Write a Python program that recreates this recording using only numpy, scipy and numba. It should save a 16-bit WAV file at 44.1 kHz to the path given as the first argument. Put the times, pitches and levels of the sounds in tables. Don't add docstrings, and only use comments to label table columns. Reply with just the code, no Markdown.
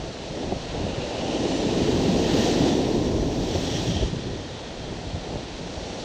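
import sys
import numpy as np
from scipy import signal
from scipy.fft import rfft, irfft, next_fast_len
from scipy.io import wavfile
from scipy.ndimage import uniform_filter1d
from numba import njit

SR = 44100
rng = np.random.default_rng(int(sys.argv[2]) if len(sys.argv) > 2 else 0)


def master_out(mix):
    frames = np.transpose(np.atleast_2d(mix))
    ceiling = np.clip(frames, -1, 1)
    pcm = np.round(ceiling * 32767).astype(np.int16)
    wavfile.write(sys.argv[1], SR, pcm)


N = 266364

# (time [s], middle-eddy level [dB], lean to larger [dB], lean to finer [dB])
GUSTS = [(0, -38, 7, 0.5), (.06, -37.5, 2.5, 2), (.13, -40.5, -3, -2.5), (.32, -38.5, 0, 1),
         (.39, -31.5, -6, 2), (.53, -31.5, 6, 0), (.58, -39, 1.5, 1), (.72, -39, 6.5, 0),
         (.78, -32, 4, 0.5), (1.1, -35, 0, 4.5), (1.4, -26, -7.5, 2), (1.9, -22.5, -5.5, -2.5),
         (2.2, -23, -1.5, 2), (2.55, -22, -7.5, 2.5), (3.0, -23, -3, -1.5), (3.5, -28, -0.5, -1),
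         (3.9, -31.5, 1.5, 0.5), (4.04, -30, 4.5, -1.5), (4.1, -34, 1, -8), (4.35, -33.5, 1.5, -6),
         (4.53, -41.5, -1, -1), (4.9, -38, 4, -2.5), (5.2, -40.5, 2, -1), (5.33, -35.5, 2, 2),
         (5.45, -39, 0, -6), (5.75, -38, 0.5, 0), (6.04, -38.5, -2.5, 1.5)]
# (frequency [Hz], relative level [dB])
SLOW_SPECTRUM = [(12, -22), (22, -2.5), (50, 4), (85, 2.5), (125, -0.5), (300, -51), (2000, -120)]
LARGE_SPECTRUM = [(30, -45), (75, -2.5), (110, -1.5), (180, 3), (260, -20), (600, -63), (3000, -120)]
MIDDLE_SPECTRUM = [(60, -51), (170, -14), (230, 0), (300, 0), (420, -2.5), (580, -18), (1000, -68),
                   (4000, -120)]
FAST_SPECTRUM = [(150, -47), (380, -12.5), (480, -2.5), (650, -4), (850, -11), (1000, -24.5), (1600, -46),
                 (5000, -120)]
FINEST_SPECTRUM = [(500, -31), (800, -8.5), (950, 6), (1070, 2.5), (1150, -21), (1600, -48), (5000, -120)]
# (frequency [Hz], gain [dB])
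PORT_RESPONSE = [(10, -6), (20, 0), (1100, -0.5), (1600, -34), (4000, -80), (9000, -130)]
# (time [s], strength [dB], lean toward the 6 kHz gap ring and sizzle, away from churn [dB])
SURGES = [(0, -43.5, -0.5), (.6, -42, -1), (1.0, -40, -3.5), (1.5, -37, 0), (1.85, -35.5, -2.5),
          (2.24, -35.5, 0.5), (2.3, -33, -4.5), (2.47, -31.5, 0.5), (2.59, -35, -0.5), (2.69, -33.5, -0.5),
          (2.76, -37.5, 1), (2.9, -38.5, 0.5), (3.26, -42, 2), (3.66, -36, 1.5), (3.87, -37, 2.5),
          (3.94, -38.5, 2), (4.05, -39.5, 1.5), (4.12, -42, -1), (4.3, -43.5, -1.5), (5.0, -43.5, -2),
          (5.6, -43, -1.5), (6.04, -41, 0.5)]
# (frequency [Hz], relative level [dB])
CHURN_SPECTRUM = [(400, -29), (800, 5.5), (1100, -1.5), (1450, -2), (1830, -2), (2150, -4), (2600, -12.5),
                  (4000, -52), (9000, -100)]
SPRAY_SPECTRUM = [(1500, -28), (2150, -12.5), (2500, -5.5), (3000, -5), (3800, -3.5), (4400, -4.5),
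                  (5100, -12), (6000, -32), (9000, -76), (14000, -120)]
SIZZLE_SPECTRUM = [(3000, -38), (4900, -4.5), (5750, -2), (6500, -4), (7900, -12.5), (9500, -24),
                   (11000, -36), (13000, -44.5), (15500, -76)]
# (time [s], resonance [Hz], resonance level [dB], low-ring level [dB])
GAP_TRACK = [(0, 3100, -59, -63), (.6, 3100, -57, -58), (.95, 2730, -44, -61), (1.5, 2900, -44.5, -50),
             (2.2, 2900, -44.5, -50), (2.32, 3020, -44, -44), (2.7, 3420, -43, -47), (3.0, 3260, -61, -56),
             (3.45, 3300, -49, -55), (3.68, 3310, -41.5, -49), (4.03, 3140, -38.5, -53),
             (4.15, 3300, -54, -57), (4.6, 3270, -49, -56.5), (6.04, 3240, -61, -63)]
# (frequency [Hz], relative level [dB])
LOW_RING_SPECTRUM = [(1300, -47), (1680, -11), (1780, -1), (1900, 0.5), (2020, -11), (2600, -51),
                     (8000, -110)]
HIGH_RING_SPECTRUM = [(4000, -44), (5250, -11), (5550, 5), (6150, -2), (6600, -15), (9000, -53),
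                      (14000, -110)]
# (frequency [Hz], base gain [dB])
DIFFERENCE_RESPONSE = [(300, -66), (600, -53), (1100, -33), (2200, -37.5), (4500, -40.5), (8000, -22),
                       (11000, -29)]
# (time [s], added gain [dB])
DIFFERENCE_TRACK = [(0, 0), (1.6, 9), (1.8, -10.5), (4.05, -2), (4.2, -25), (6.04, -30)]
# (time [s], push peak [dB], push centre [Hz], slap peak [dB])
PUFF_EVENTS = [(0.315, -30.5, 81, -37), (0.517, -24, 510, -19), (0.744, -24.5, 546, -40),
               (0.767, -22, 90, -29), (1.438, -22, 317, -30), (1.877, -23, 380, -22), (2.08, -14, 170, -29),
               (2.379, -14, 151, -25), (2.609, -12.5, 156, -23), (2.669, -13, 328, -31),
               (3.149, -18.5, 67.3, -38), (3.2, -22, 50, -36), (3.392, -21.5, 106, -34),
               (3.546, -16.5, 136, -19.5), (3.797, -18.5, 135, -41), (3.878, -20, 158, -32),
               (3.959, -15, 115, -23), (4.021, -16.5, 59.7, -24.5), (4.126, -18.5, 158, -48),
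               (4.249, -27, 93, -47), (4.919, -25, 179, -35), (5.066, -28, 60, -46),
               (5.141, -19.5, 87, -34), (5.347, -23.5, 135, -21.5), (5.769, -26, 55, -36),
               (5.82, -30.5, 60, -38)]
# (time [s], level before pan [dB])
HISS_TRACK = [(0.3, -91), (0.79, -85), (1.03, -89), (1.89, -65), (2.3, -62), (2.38, -55), (2.56, -62),
              (3.16, -70), (3.6, -62), (3.88, -63), (3.98, -73), (4.08, -100), (4.2, -105)]
# (frequency [Hz], relative level [dB])
HISS_SPECTRUM = [(8000, -69), (10000, -31.5), (11400, -6), (12300, 3), (13500, 1), (15500, -2),
                 (17000, -19)]


def from_db(db):
    return 10 ** (np.asarray(db) / 20)


def unit_rms(x):
    return x / np.sqrt(np.mean(x ** 2) + 1e-20)


def per_sample(rows):
    times_s, *columns = np.transpose(rows)
    return [np.interp(np.arange(N) / SR, times_s, column) for column in columns]


def colour(x, spectrum):
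    size = next_fast_len(N)
    hz = np.maximum(np.arange(size // 2 + 1) * SR / size, 1)
    points_hz, points_db = np.transpose(spectrum)
    gain = from_db(np.interp(np.log(hz), np.log(points_hz), points_db))
    return irfft(rfft(x, size) * gain, size)[..., :N]


def drift(rate_hz):
    hop, settle = 40, 2000
    pole = np.exp(-2 * np.pi * rate_hz * hop / SR)
    noise = rng.standard_normal(N // hop + 2 + settle)
    slow = signal.lfilter([1], [1, -2 * pole, pole * pole], noise)[settle:]
    return np.interp(np.arange(N) / hop, np.arange(len(slow)), unit_rms(slow))


def eddies(spectrum, even_s, lump_hz, lump_db):
    noise = colour(rng.standard_normal(N), spectrum)
    strength = np.sqrt(uniform_filter1d(noise ** 2, size=int(even_s * SR)) + 1e-12)
    evened = noise / uniform_filter1d(strength, size=int(even_s * SR / 2))
    return unit_rms(evened * from_db(lump_db * drift(lump_hz)))


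def wind():
    middle_db, larger_db, finer_db = per_sample(GUSTS)
    mean_wind_db, strong_wind_db = -30, -26
    gust_db = middle_db - mean_wind_db
    sustained_db = uniform_filter1d(middle_db, size=SR // 4)
    slow_db = -35.5 + 0.8 * gust_db + larger_db
    large_db = -32.5 + 0.96 * gust_db + 0.78 * larger_db
    fast_db = -34 + 0.49 * gust_db + 0.93 * finer_db
    finest_db = -47.5 + 0.79 * (sustained_db - strong_wind_db)
    slow = from_db(slow_db) * eddies(SLOW_SPECTRUM, even_s=0.08, lump_hz=16, lump_db=1.6)
    large = from_db(large_db) * eddies(LARGE_SPECTRUM, even_s=0.053, lump_hz=16.4, lump_db=3.0)
    middle = from_db(middle_db) * eddies(MIDDLE_SPECTRUM, even_s=0.08, lump_hz=64, lump_db=1.0)
    fast = from_db(fast_db) * eddies(FAST_SPECTRUM, even_s=0.071, lump_hz=39, lump_db=1.0)
    finest = from_db(finest_db) * eddies(FINEST_SPECTRUM, even_s=0.11, lump_hz=33, lump_db=0.5)
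    return colour(slow + large + middle + fast + finest + puffs(), PORT_RESPONSE)


def bursts(per_s, spread_db, clump_hz, clump_db):
    bursting = rng.random(N) < per_s / SR
    sizes = from_db(spread_db * np.minimum(rng.exponential(1, N), 4))
    signs = rng.choice([-1, 1], N)
    return bursting * sizes * signs * from_db(clump_db * drift(clump_hz))


def surf():
    surf_db, fizz_db = per_sample(SURGES)
    mean_surf_db = -40
    surge_db = surf_db - mean_surf_db
    churn_db = -44 + 0.7 * surge_db - 0.5 * fizz_db
    spray_db = surf_db - 1
    sizzle_db = -46.5 + 1.13 * surge_db + 0.33 * fizz_db
    high_ring_db = -52.5 + 0.91 * surge_db + 2 * fizz_db
    large = bursts(per_s=12000, spread_db=4.0, clump_hz=17, clump_db=0.43)
    fine = bursts(per_s=25000, spread_db=2.5, clump_hz=45, clump_db=0.76)
    finest = bursts(per_s=25000, spread_db=3.5, clump_hz=27, clump_db=0.32)
    churn = from_db(churn_db) * unit_rms(colour(large, CHURN_SPECTRUM))
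    spray = from_db(spray_db) * unit_rms(colour(fine, SPRAY_SPECTRUM))
    sizzle = from_db(sizzle_db) * unit_rms(colour(finest, SIZZLE_SPECTRUM))
    return churn + spray + sizzle + rock_gap(high_ring_db)


@njit
def moving_resonance(x, centre_hz, width_hz):
    out = np.zeros(len(x))
    radius = np.exp(-np.pi * width_hz / SR)
    for i in range(2, len(x)):
        feedback = 2 * radius * np.cos(2 * np.pi * centre_hz[i] / SR)
        out[i] = x[i] - x[i - 2] + feedback * out[i - 1] - radius * radius * out[i - 2]
    return out


def rock_gap(high_ring_db):
    centre_hz, hollow_db, low_ring_db = per_sample(GAP_TRACK)
    foam = bursts(per_s=23000, spread_db=3.0, clump_hz=7.9, clump_db=1.9)
    hollow = moving_resonance(foam, centre_hz, width_hz=520.0)
    hollow = moving_resonance(hollow, centre_hz, width_hz=610.0)
    hollow = colour(hollow, [(4000, -3.0), (8000, -27), (14000, -74)])
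    low_ring = from_db(low_ring_db) * unit_rms(colour(foam, LOW_RING_SPECTRUM))
    high_ring = from_db(high_ring_db) * unit_rms(colour(foam, HIGH_RING_SPECTRUM))
    return from_db(hollow_db) * unit_rms(hollow) + low_ring + high_ring


def left_right_flicker(surf_sound):
    gain_db, = per_sample(DIFFERENCE_TRACK)
    flicker_db = 5 * drift(rate_hz=8)
    shifted = np.roll(surf_sound, SR // 20)
    difference = colour(shifted, DIFFERENCE_RESPONSE) * from_db(gain_db + flicker_db)
    return difference * [[1], [-1]]


def swell(t, rise_s):
    return (t / rise_s * np.exp(1 - t / rise_s)) ** 2


def puffs():
    out, t = np.zeros(N), np.arange(4000) / SR
    push_lag_s = 0.00599
    noises = rng.standard_normal((len(PUFF_EVENTS), 2, len(t)))
    slap_band = signal.butter(4, [380, 780], "band", fs=SR, output="sos")
    for (time_s, push_db, hz, slap_db), (push_noise, slap_noise) in zip(PUFF_EVENTS, noises):
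        push_band = signal.butter(2, [hz * 0.65, min(hz * 1.48, 750)], "band", fs=SR, output="sos")
        rise_s = 0.012 + 0.6 / hz
        lead_s = rise_s - push_lag_s
        slap_age_s = np.maximum(t - lead_s, 0)
        push = signal.sosfilt(push_band, push_noise) * swell(t, rise_s)
        slap = signal.sosfilt(slap_band, slap_noise) * swell(slap_age_s, rise_s=0.0084) ** 2
        start = max(round((time_s - lead_s) * SR), 0)
        out[start:start + len(t)] += from_db(push_db) * push / np.abs(push).max()
        out[start:start + len(t)] += from_db(slap_db) * slap / np.abs(slap).max()
    return out


def surge_hiss():
    level_db, = per_sample(HISS_TRACK)
    pan_db = 4.5
    hiss = unit_rms(colour(rng.standard_normal((2, N)), HISS_SPECTRUM))
    return hiss * from_db(level_db) * from_db([[-pan_db / 2], [pan_db / 2]])


def scene():
    surf_sound = surf()
    flicker = left_right_flicker(surf_sound)
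    return wind() + surf_sound + flicker + surge_hiss()


def record(dry):
    ceiling, cutoff_hz = 0.9, 15700
    rounded = ceiling * np.tanh(dry / ceiling)
    low_pass = signal.ellip(12, 0.5, 70, cutoff_hz, fs=SR, output="sos")
    return signal.sosfilt(low_pass, rounded)


dry = scene()
out = record(dry)
master_out(out)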